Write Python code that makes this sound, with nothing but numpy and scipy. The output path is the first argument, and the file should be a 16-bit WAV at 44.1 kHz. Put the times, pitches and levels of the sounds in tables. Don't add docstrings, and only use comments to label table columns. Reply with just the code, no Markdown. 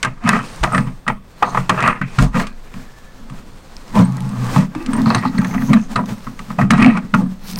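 import sys
import numpy as np
from scipy import signal
from scipy.fft import rfft, irfft, next_fast_len
from scipy.io import wavfile
from scipy.ndimage import uniform_filter1d

SR = 44100
rng = np.random.default_rng(int(sys.argv[2]) if len(sys.argv) > 2 else 0)


def dump(signal):
    limited = np.clip(np.atleast_2d(signal).T, -1, 1)
    pcm = np.round(limited * 32767).astype(np.int16)
    wavfile.write(sys.argv[1], SR, pcm)


N = 334719

# (time [s], pipe level [dB], strongest pipe pitch [Hz], crack level [dB], panel level [dB])
KNOCKS = [(0.029, -10.5, 2460, -8.5, -20.5), (0.048, -2.5, 1480, -17, -27), (0.239, -22, 1300, -37, -6),
          (0.276, -9, 1690, -23, -28), (0.291, 1, 1840, -17, -10), (0.331, -5.5, 1880, -26, -19),
          (0.39, -12, 1650, -32, -13.5), (0.637, -6, 1250, -13, -21), (0.721, -16, 1250, -35, -18),
          (0.747, -2.5, 1580, -22, -15), (0.779, -3.5, 1580, -21, -6.5), (1.066, -17, 1220, -44, -17),
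          (1.079, -3.5, 1640, -18, -20), (1.425, 2.5, 970, -29, -12.5), (1.547, -6, 1010, -32, -18),
          (1.573, -3.5, 1150, -29, -35), (1.695, 1.5, 1150, -10, -10.5), (1.805, -13, 1470, -22.5, -17),
          (1.825, -7, 2670, -20, -19), (1.862, -4.5, 1270, -30, -24), (1.876, 3, 1400, -19, -11.5),
          (2.015, -8, 1470, -34, -30), (2.187, -2.5, 1340, -16, -10.5), (2.223, -13.5, 570, -30, -21),
          (2.344, -12.5, 1380, -43, -4), (2.397, -6, 1600, -22, -25), (2.469, -29, 1450, -26, -34),
          (2.74, -33, 1010, -36.5, -17.5), (3.299, -31, 1110, -38, -21), (3.954, -33, 1000, -27.5, -5.5),
          (3.99, -13, 930, -24, 3.5), (4.561, -8, 900, -25, 4), (4.75, -21, 855, -31.5, -17),
          (4.862, -30, 1100, -25, -26), (4.932, -16.5, 1210, -25, -21), (5.06, -9, 1090, -41, -1.5),
          (5.104, -2, 1210, -37, -28), (5.147, -1.5, 1200, -16.5, -6), (5.234, -13, 1050, -46, -22),
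          (5.251, -6.5, 1030, -43, -6), (5.383, -12, 1680, -29, -4.5), (5.415, -22, 1200, -31, -17),
          (5.446, -15, 1600, -26.5, -28), (5.51, -20.5, 1880, -48, -14), (5.545, -16, 1280, -31, -11),
          (5.578, -20, 1800, -46, -10.5), (5.619, -23, 1700, -35, -8.5), (5.732, -3.5, 1690, -16, -33),
          (5.96, -2.5, 1390, -19.5, -10.5), (6.091, -23.5, 570, -33, -14), (6.268, -19, 1180, -65, -26),
          (6.392, -23.5, 1100, -29, -22.5), (6.503, -16.5, 1150, -38, -42), (6.588, -4.5, 734, -49, -19),
          (6.613, -6.5, 1860, -29, -2), (6.706, -1.5, 1570, -9, -3), (6.735, -3.5, 1300, -24, -1),
          (6.779, -12, 1030, -28, -24), (6.822, -8, 1460, -18, -8.5), (6.861, -6.5, 2610, -19.5, -9),
          (6.973, -11.5, 1150, -28, -34), (7.139, -0.5, 1270, -26, -5), (7.575, -27, 1200, -33, -30)]
# (pitch [Hz], relative level [dB])
PIPE_MODES = [(350, -7), (410, -11.5), (490, -4.5), (625, -3.5), (710, -3.5), (862, -0.5), (980, -0.5),
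              (1060, -5.5), (1110, -1), (1185, -0.5), (1250, 3.5), (1380, -2.5), (1580, -1.5), (1750, -2.5),
              (1910, 1.5), (1990, -7.5), (2130, -5), (2280, -7), (2470, -5.5), (2600, -3.5), (2800, -14.5),
              (3100, -14)]
# (pitch [Hz], relative level [dB], time to fall 60 dB when strained [s])
PANEL_MODES = [(115.2, -0.5, 0.38), (133.9, 7, 0.27), (149.3, -3, 0.44), (183.3, 4, 0.48), (202.2, 1, 0.43),
               (223.6, 3, 0.43), (257.4, 4, 0.44)]
# (pitch [Hz], relative level [dB], longest time to fall 60 dB [s])
STEEL_MODES = [(2266, -2, 0.04), (2525, -2, 0.038), (3930, -7.5, 0.05), (4294, -3.5, 0.013),
               (5150, -4.5, 0.0026), (6050, -31, 0.11), (6320, -6.5, 0.016), (8560, -3.5, 0.041),
               (9200, -13, 0.05), (12300, -28, 0.023)]
# (frequency [Hz], relative level [dB])
CRACK_COLOUR = [(880, -33), (1500, 1.5), (2200, 3.5), (5700, -10.5), (8770, -10.5), (10200, -21),
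                (12600, -55), (15400, -62), (16500, -25)]
# (time [s], peak level [dB])
TICKS = [(0.03, -27), (0.291, -1), (0.561, -24), (1.427, -18), (1.877, -14.5), (2.014, -35), (2.225, -11),
         (4.123, -28), (4.148, -42), (4.169, -23), (4.187, -35), (4.206, -24.5), (4.222, -29), (4.256, -38),
         (4.292, -26), (4.32, -42), (4.358, -40), (4.827, -27.5), (5.018, -23), (5.737, -19),
         (6.059, -25.5), (6.714, -13), (7.147, -15), (7.513, -19)]
# (frequency [Hz], relative level [dB])
TICK_COLOUR = [(1000, -19), (3000, 5), (6000, 1), (11000, -4), (16000, -28)]
# (time [s], level [dB], pitch of the tone struck hardest [Hz])
CLINKS = [(3.767, -13.5, 4900), (3.881, -22, 5230), (3.996, -35, 8600), (4.048, -25, 8600),
          (4.933, -21.5, 8600), (4.965, -27, 8600), (5.059, -22, 4340), (5.09, -32.5, 8600),
          (5.103, -14, 4250), (5.148, -9.5, 4230), (5.148, -12, 6950), (5.152, -23.5, 8800),
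          (5.188, -32, 8600), (5.38, -18, 4500), (5.386, -33, 8600), (5.471, -34, 6540), (5.51, -35, 6500),
          (5.539, -29, 6500), (5.735, -24, 3900), (5.958, -16, 4160), (6.706, -17, 3940),
          (6.733, -22, 3950), (6.826, -2.5, 2400), (6.846, -9, 2310), (6.885, -12, 2330), (6.97, -17, 2330),
          (7.535, -17, 5100), (7.559, -7.5, 4920), (7.588, -7, 5200)]
# (time at full [s], last 30 dB of rise [s], hold [s], level [dB], strongest pitch [Hz])
BUZZES = [(0.724, 0.0085, 0.059, -38.5, 8700), (5.06, .01, 0.13, -37, 4320),
          (5.252, 0.021, 0.033, -35.5, 4080), (5.378, .03, 0.47, -41.5, 6300),
          (6.72, 0.027, 0.077, -48, 3970), (6.843, 0.012, 0.13, -32.5, 2330),
          (7.477, 0.095, 0.058, -30, 4860)]
# (time at full force [s], last 30 dB of rise [s], hold [s], scrape level [dB],
# extra level of upper scrape tones [dB], rub level [dB], panel level [dB], panel pitch [Hz])
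PULLS = [(0.038, 0.0085, 0.035, -22, 0, -43, -20, 137), (0.28, 0.068, 0.087, -11.5, 0, -29, -16.5, 192),
         (0.632, 0.003, 0.0038, -7.5, -9, -24.5, -16.5, 161),
         (0.738, 0.049, 0.07, -15.5, -4, -39, -15, 155),
         (0.869, 0.016, 0.0093, -31, -1.5, -41, -20.5, 155.4),
         (1.084, 0.004, 0.022, -19, -2.5, -42, -23, 164), (1.425, .004, 0.071, -16, -24, -55, -30, 156),
         (1.581, 0.22, 0.019, -17.5, -5.5, -35.5, -21.5, 152),
         (1.694, 0.0036, 0.096, -15.5, -3.5, -35, -28.5, 153),
         (1.83, 0.048, 0.061, -8, 0.5, -57, -21.5, 150), (2.013, 0.003, 0.0034, -34.5, 22, -63, -15.5, 147),
         (2.185, 0.0038, 0.057, -18, -20, -26.5, -16.5, 156),
         (2.358, 0.053, 0.062, -16, -1, -27.5, -18.5, 212), (2.767, 0.19, 0.061, -62, 13, -38, -43, 238),
         (3.33, 0.25, 0.071, -41, -13, -46, -33, 223), (3.959, 0.051, 0.057, -14, -10.5, -28, -9.5, 188),
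         (4.08, 0.035, 0.44, -31.5, -12, -68, -27.5, 189), (4.561, 0.37, 0.052, -21, -8, -26, -19.5, 230),
         (4.767, 0.1, 0.077, -29.5, -4, -43, -37, 290), (4.893, 0.057, 0.2, -24, -6, -35.5, -14, 249),
         (5.07, 0.035, 0.11, -16.5, -9, -37, -22, 200), (5.21, 0.035, 0.42, -27.5, -5.5, -56, -18.5, 212),
         (5.699, 0.028, 0.061, -16.5, -3, -36.5, -9.5, 208), (5.917, 0.088, 0.026, -47, -3, -32, -25, 203),
         (5.958, 0.0062, 0.039, -17, -14, -50, -13, 209),
         (6.088, 0.052, 0.042, -48, -15, -32.5, -28.5, 183),
         (6.268, .005, 0.022, -44, -16, -46, -25.5, 220), (6.5, 0.051, 0.036, -39, 0, -51, -28, 185),
         (6.586, 0.0081, 0.034, -16, -9, -31.5, -9, 176), (6.703, 0.0037, 0.11, -19.5, -2, -34, -17, 226),
         (6.8, 0.079, 0.082, -10.5, 0, -44, -9, 237), (6.956, 0.068, 0.025, -22.5, -4, -45, -11.5, 199),
         (7.141, 0.011, 0.068, -21, -17, -37.5, -11.5, 191), (7.556, 0.22, .06, -55, 9, -55, -22.5, 178)]
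# (time [s], level [dB], sleeve hiss relative to the rub [dB])
HANDS = [(0, -44, -19), (.2, -52, -25), (0.451, -31, -27), (1.2, -54.5, -12), (1.5, -39.5, -21),
         (2.05, -47, -22), (2.17, -33.5, -26), (2.3, -46, -23), (2.6, -47, -17), (3.657, -43.5, -19),
         (4.15, -39.5, -19), (4.502, -35, -19), (4.62, -33, -23), (4.68, -47, -16), (5.2, -38, -19),
         (5.651, -37.5, -7.5), (5.85, -44.5, -24), (6.0, -42.5, -16), (6.55, -39.5, -16), (6.8, -55, -29),
         (7.06, -46, -18), (7.4, -45, -15), (7.475, -39.5, 0), (7.528, -43, 2), (7.545, -41.5, -17),
         (7.59, -34, 5)]
# (frequency [Hz], relative level [dB])
RUB_COLOUR = [(70, 0), (180, 5), (300, -1.5), (355, -3.5), (531, -1), (587, -4), (1070, -3), (2840, -13.5),
              (8580, -18.5), (15200, -44), (16500, -68)]
# (time [s], pitch [Hz], level [dB])
GROAN = [(4.05, 127.7, -30), (4.16, 133.7, -19), (4.2, 124, -27), (4.245, 133.3, -19), (4.32, 125.1, -32.5),
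         (4.42, 121.6, -19.5), (4.57, 118.7, -27.5)]
# (pitch [Hz], pitch [Hz])
CREAK_HZ = (859, 1098)
# (time [s], level [dB], pitch [Hz], time to fall 60 dB [s])
THUMPS_AND_CREAKS = [(0.335, -16, 420, 0.08), (0.612, -7.5, 46.3, 0.18), (2.211, -4, 42.7, 0.32),
                     (2.353, -5.5, 220, 0.21), (4.754, -14, 308, 0.16), (4.801, -22.5, 335, 0.24),
                     (5.39, 4, 201, 0.074)]
# (frequency [Hz], relative level [dB])
CABIN_COLOUR = [(18, -37), (30, 11), (46, 4), (70, -0.5), (276, -8), (608, -18), (953, -35), (2740, -50),
                (3480, -25), (4180, -45), (8530, -93), (15200, -45)]
# (time [s], level [dB])
WHINE = [(2.6, -70), (2.78, -56), (3.1, -53), (3.4, -77)]

PIPE_T60_S = 0.069
LOCKER_T60_S, LOCKER_DB = 0.13, -18
TICK_S = 0.00079
UPPER_HZ = 1070
RISE_DB = 30
SCRAPE_FALL_DB_S, RUB_FALL_DB_S, PANEL_FALL_DB_S, BUZZ_FALL_DB_S = 261, 434, 194, 602
SCRAPE_REST_DB, PANEL_REST_DB = -54.5, -64
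JAW_STEEL_DB, HAND_STEEL_DB = -32.5, -17.5
GROAN_OCTAVE_DB, CREAK_DB = -13.5, -22
SWAY_DB, CABIN_DB, WHINE_HZ = -28.5, -45.5, 1740
CEILING, KNEE = .87, 5
TOP_HZ = 15900


def knocks():
    out, t = np.zeros(N), np.arange(SR // 4) / SR
    wash = colour(rng.standard_normal(N), CRACK_COLOUR)
    blur = unit(sum(undb(db) * unit(ring(rng.standard_normal(N), hz, 0.021)) for hz, db in PIPE_MODES))
    pipe_t60 = PIPE_T60_S * (1200 / np.array(PIPE_MODES)[:, :1]) ** .5
    panel_t60 = 0.55 * np.array(PANEL_MODES)[:, 2:]
    for s, pipe_db, centre_hz, crack_db, panel_db in KNOCKS:
        i = rng.integers(N - len(t))
        noise = wash[i:i + len(t)]
        share = near(PIPE_MODES, centre_hz, width=0.3, far=0.21)
        pipe = struck(t, PIPE_MODES, share, pipe_t60, scatter_db=4.0, drift=0.016)
        steps = noise[::128].repeat(128)[:len(t)].clip(-2, 2)
        ragged = undb(2.5 * steps * np.minimum(t / .004, 1))
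        tail = undb(LOCKER_DB) * blur[i:i + len(t)] * fade(t, LOCKER_T60_S)
        pipe = (pipe * uniform_filter1d(ragged, size=96) + tail) * (1 - np.exp(-t / 0.0003))
        crack_fade = np.exp(-t / 0.00014) + undb(-3.0) * np.exp(-t / 0.0041) + undb(-9.5) * np.exp(-t / 0.009)
        crack = noise * crack_fade * (1 - np.exp(-t / 0.00011))
        boom = struck(t, PANEL_MODES, 1, panel_t60, scatter_db=4.5, drift=0.013)
        boom = boom * (1 - np.exp(-t / 0.0055)) ** 2
        add(out, s, undb(pipe_db) * pipe + undb(crack_db) * crack + undb(panel_db) * boom)
    return out


def ticks():
    out, t = np.zeros(N), np.arange(SR // 50) / SR
    for s, db in TICKS:
        fall = np.exp(-t / TICK_S) + undb(-12) * np.exp(-t / 0.0037)
        x = colour(rng.standard_normal(len(t)), TICK_COLOUR) * fall
        add(out, s, undb(db) * x / np.max(np.abs(x)))
    return out


def clinks(t):
    out, short, steel = np.zeros(N), t[:SR // 8], np.array(STEEL_MODES)
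    for s, db, hz in CLINKS:
        share = near(STEEL_MODES, hz, width=.05, far=0) / undb(steel[:, 1:2]) + .015
        x = struck(short, STEEL_MODES, share, steel[:, 2:], scatter_db=2, drift=.008)
        add(out, s, undb(db) * x * (1 - np.exp(-short / .00012)))
    return undb(3 * walk(250)) * out


def buzzes():
    level_db, pitch_hz = np.array(BUZZES)[:, 3:].T
    level, centre_hz = force(undb(level_db), BUZZES, BUZZ_FALL_DB_S, colour_of=pitch_hz)
    buzz = np.zeros(N)
    for share, (hz, db, t60) in zip(near(STEEL_MODES, centre_hz, width=0.095, far=0.085), STEEL_MODES):
        mode = unit(ring(grit(2500, 3.3), hz, t60 / 3.5))
        buzz += share * undb(db + 3 * walk(25)) * mode
    return buzz * level


def scrape(upper_db):
    out = np.zeros(N)
    burst = undb(3 * walk(45))
    jolts = undb(-3) * unit(grit(200, 3.5))
    for hz, db in PIPE_MODES:
        upper = np.clip(np.log2(hz / UPPER_HZ), 0, 1) * upper_db
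        slips = burst * (unit(grit(900, 4.8)) + rng.choice([-1, 1]) * jolts)
        mode = unit(ring(slips, hz, 0.038 * (1200 / hz) ** .5))
        out += undb(db + 4.1 * walk(13) + upper - 18.0) * mode
    return out


def sing():
    return unit(sum(undb(db + 5 * walk(9)) * unit(ring(grit(3000, 3), hz, min(t60, .006)))
                    for hz, db, t60 in STEEL_MODES if hz > 3500))


def panels(pitch_hz):
    jerky = undb(3.56 * walk(20))
    share = near(PANEL_MODES, pitch_hz, width=0.21, far=0.24) * undb(np.array(PANEL_MODES)[:, 1:2])
    hum = sum(g * unit(ring(jerky * rng.standard_normal(N), hz, t60))
              for g, (hz, db, t60) in zip(share, PANEL_MODES))
    hum = signal.sosfilt(signal.butter(2, 95, "high", fs=SR, output="sos"), hum)
    return hum / np.sqrt(np.sum(share ** 2, axis=0))


def groan(t):
    hz, db = curves(t, GROAN)
    phase = 2 * np.pi * np.cumsum(hz * (1 + .03 * walk(25))) / SR
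    on = uniform_filter1d(1. * (t > GROAN[0][0]) * (t < GROAN[-1][0]), size=1500)
    octave = undb(GROAN_OCTAVE_DB + 4.4 * walk(12)) * np.sin(2 * phase)
    tone = np.sqrt(2) * (np.sin(phase) + octave)
    creak = sum(unit(ring(grit(900, 3), 1. * f, .1)) for f in CREAK_HZ)
    return on * undb(db + 2 * walk(20)) * (tone + undb(CREAK_DB) * creak)


def thumps_and_creaks():
    out, t = np.zeros(N), np.arange(SR) / SR
    for s, db, hz, t60 in THUMPS_AND_CREAKS:
        add(out, s, -undb(db) * np.sin(2 * np.pi * hz * t) * fade(t, t60) * (1 - np.exp(-t / 0.0047)))
    return out


def rub(sleeve_db):
    x = undb(1.5 * walk(30)) * (rng.standard_normal(N) + .4 * unit(grit(500, 3)))
    sleeve = signal.sosfilt(signal.butter(3, 9000, "high", fs=SR, output="sos"), x)
    return colour(x, RUB_COLOUR) + undb(sleeve_db) * unit(sleeve)


def sway(strain):
    return undb(SWAY_DB) * strain ** 0.14 * unit(ring(rng.standard_normal(N), 18.7, 0.77))


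def cabin(t):
    whine_gain = undb(np.interp(t, *np.transpose(WHINE), right=-np.inf))
    tone = unit(ring(rng.standard_normal(N), WHINE_HZ, 0.082)) * whine_gain
    swell_db = 1.5 * walk(3)
    return undb(CABIN_DB + swell_db) * colour(rng.standard_normal(N), CABIN_COLOUR) + tone


def struck(t, modes, share, t60, scatter_db, drift):
    hz, db = np.transpose(modes)[:2, :, None]
    draw = rng.standard_normal((3, len(modes), 1))
    gain = share * undb(db + scatter_db * draw[0])
    phase = 2 * np.pi * hz * (1 + drift * draw[1]) * t + 2 * np.pi * draw[2]
    x = np.sum(gain * np.sin(phase) * fade(t, t60), axis=0)
    return x / np.max(np.abs(x))


def near(modes, centre_hz, width, far):
    return far + np.exp(-(np.log(np.array(modes)[:, :1] / centre_hz) / width) ** 2)


def efforts(t, table, fall_db_s):
    s, rise, hold = np.array(table)[:, :3].T[:, :, None]
    early = np.maximum(s - t, 0) / np.maximum(rise, .001)
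    return undb(-RISE_DB * early - fall_db_s * np.maximum(t - s - hold, 0))


def force(gain, table, fall_db_s, rest_db=-90, colour_of=None):
    coarse = np.arange(0, N, 32)
    power = (gain[:, None] * efforts(coarse / SR, table, fall_db_s)) ** 2 + 1e-18
    total = power.sum(axis=0)
    mean = total if colour_of is None else colour_of @ power / total
    level = np.sqrt(total + undb(rest_db) ** 2)
    return [np.interp(np.arange(N), coarse, v) for v in (level, mean)]


def grit(rate, spread_db):
    chance, side, size = rng.random((3, N))
    size_db = np.minimum(-spread_db * np.log(1 - size), 17)
    return (chance < rate / SR) * np.sign(side - .5) * undb(size_db)


def walk(rate):
    k = int(SR / rate)
    return unit(uniform_filter1d(np.repeat(rng.standard_normal(N // k + 1), k), k)[:N])


def ring(x, hz, t60):
    r = np.exp(-np.log(1000) / (t60 * SR))
    angle = 2 * np.pi * hz / SR
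    return signal.lfilter([np.sin(angle)], [1, -2 * r * np.cos(angle), r * r], x)


def colour(x, points):
    hz, db = np.transpose(points)
    n = next_fast_len(len(x))
    f = np.maximum(np.arange(n // 2 + 1) * SR / n, 1)
    gain = undb(np.interp(np.log(f), np.log(hz), db))
    return unit(irfft(rfft(x, n) * gain, n)[:len(x)])


def fade(t, t60):
    return np.exp(-np.log(1000) * t / t60)


def curves(t, table):
    s, *columns = np.transpose(table)
    return [np.interp(t, s, c) for c in columns]


def undb(db):
    return 10 ** (np.asarray(db) / 20)


def unit(x):
    return x / np.sqrt(np.mean(x ** 2))


def add(out, s, x):
    i = int(s * SR)
    out[i:i + len(x)] += x[:N - i]


def scene():
    t = np.arange(N) / SR
    scrape_db, upper_db, rub_db, panel_db, panel_hz = np.array(PULLS)[:, 3:].T
    jaws, upper = force(undb(scrape_db), PULLS, SCRAPE_FALL_DB_S, SCRAPE_REST_DB, upper_db)
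    strain, pitch_hz = force(undb(panel_db), PULLS, PANEL_FALL_DB_S, PANEL_REST_DB, panel_hz)
    hiss_db, sleeve_db = curves(t, HANDS)
    pull_rub = force(undb(rub_db), PULLS, RUB_FALL_DB_S)[0]
    hands = np.hypot(pull_rub, undb(hiss_db)) * rub(sleeve_db)
    touch = np.hypot(undb(JAW_STEEL_DB) * jaws, undb(HAND_STEEL_DB + hiss_db))
    short_sounds = knocks() + ticks() + clinks(t) + buzzes() + thumps_and_creaks()
    work = jaws * scrape(upper) + touch * sing() + strain * panels(pitch_hz) + groan(t) + hands
    return (short_sounds + work + sway(strain) + cabin(t))[None]


def record(dry):
    flat = dry / (1 + np.abs(dry / CEILING) ** KNEE) ** (1 / KNEE)
    return signal.sosfilt(signal.ellip(10, .2, 80, TOP_HZ, fs=SR, output="sos"), flat)


dry = scene()
out = record(dry)
dump(out)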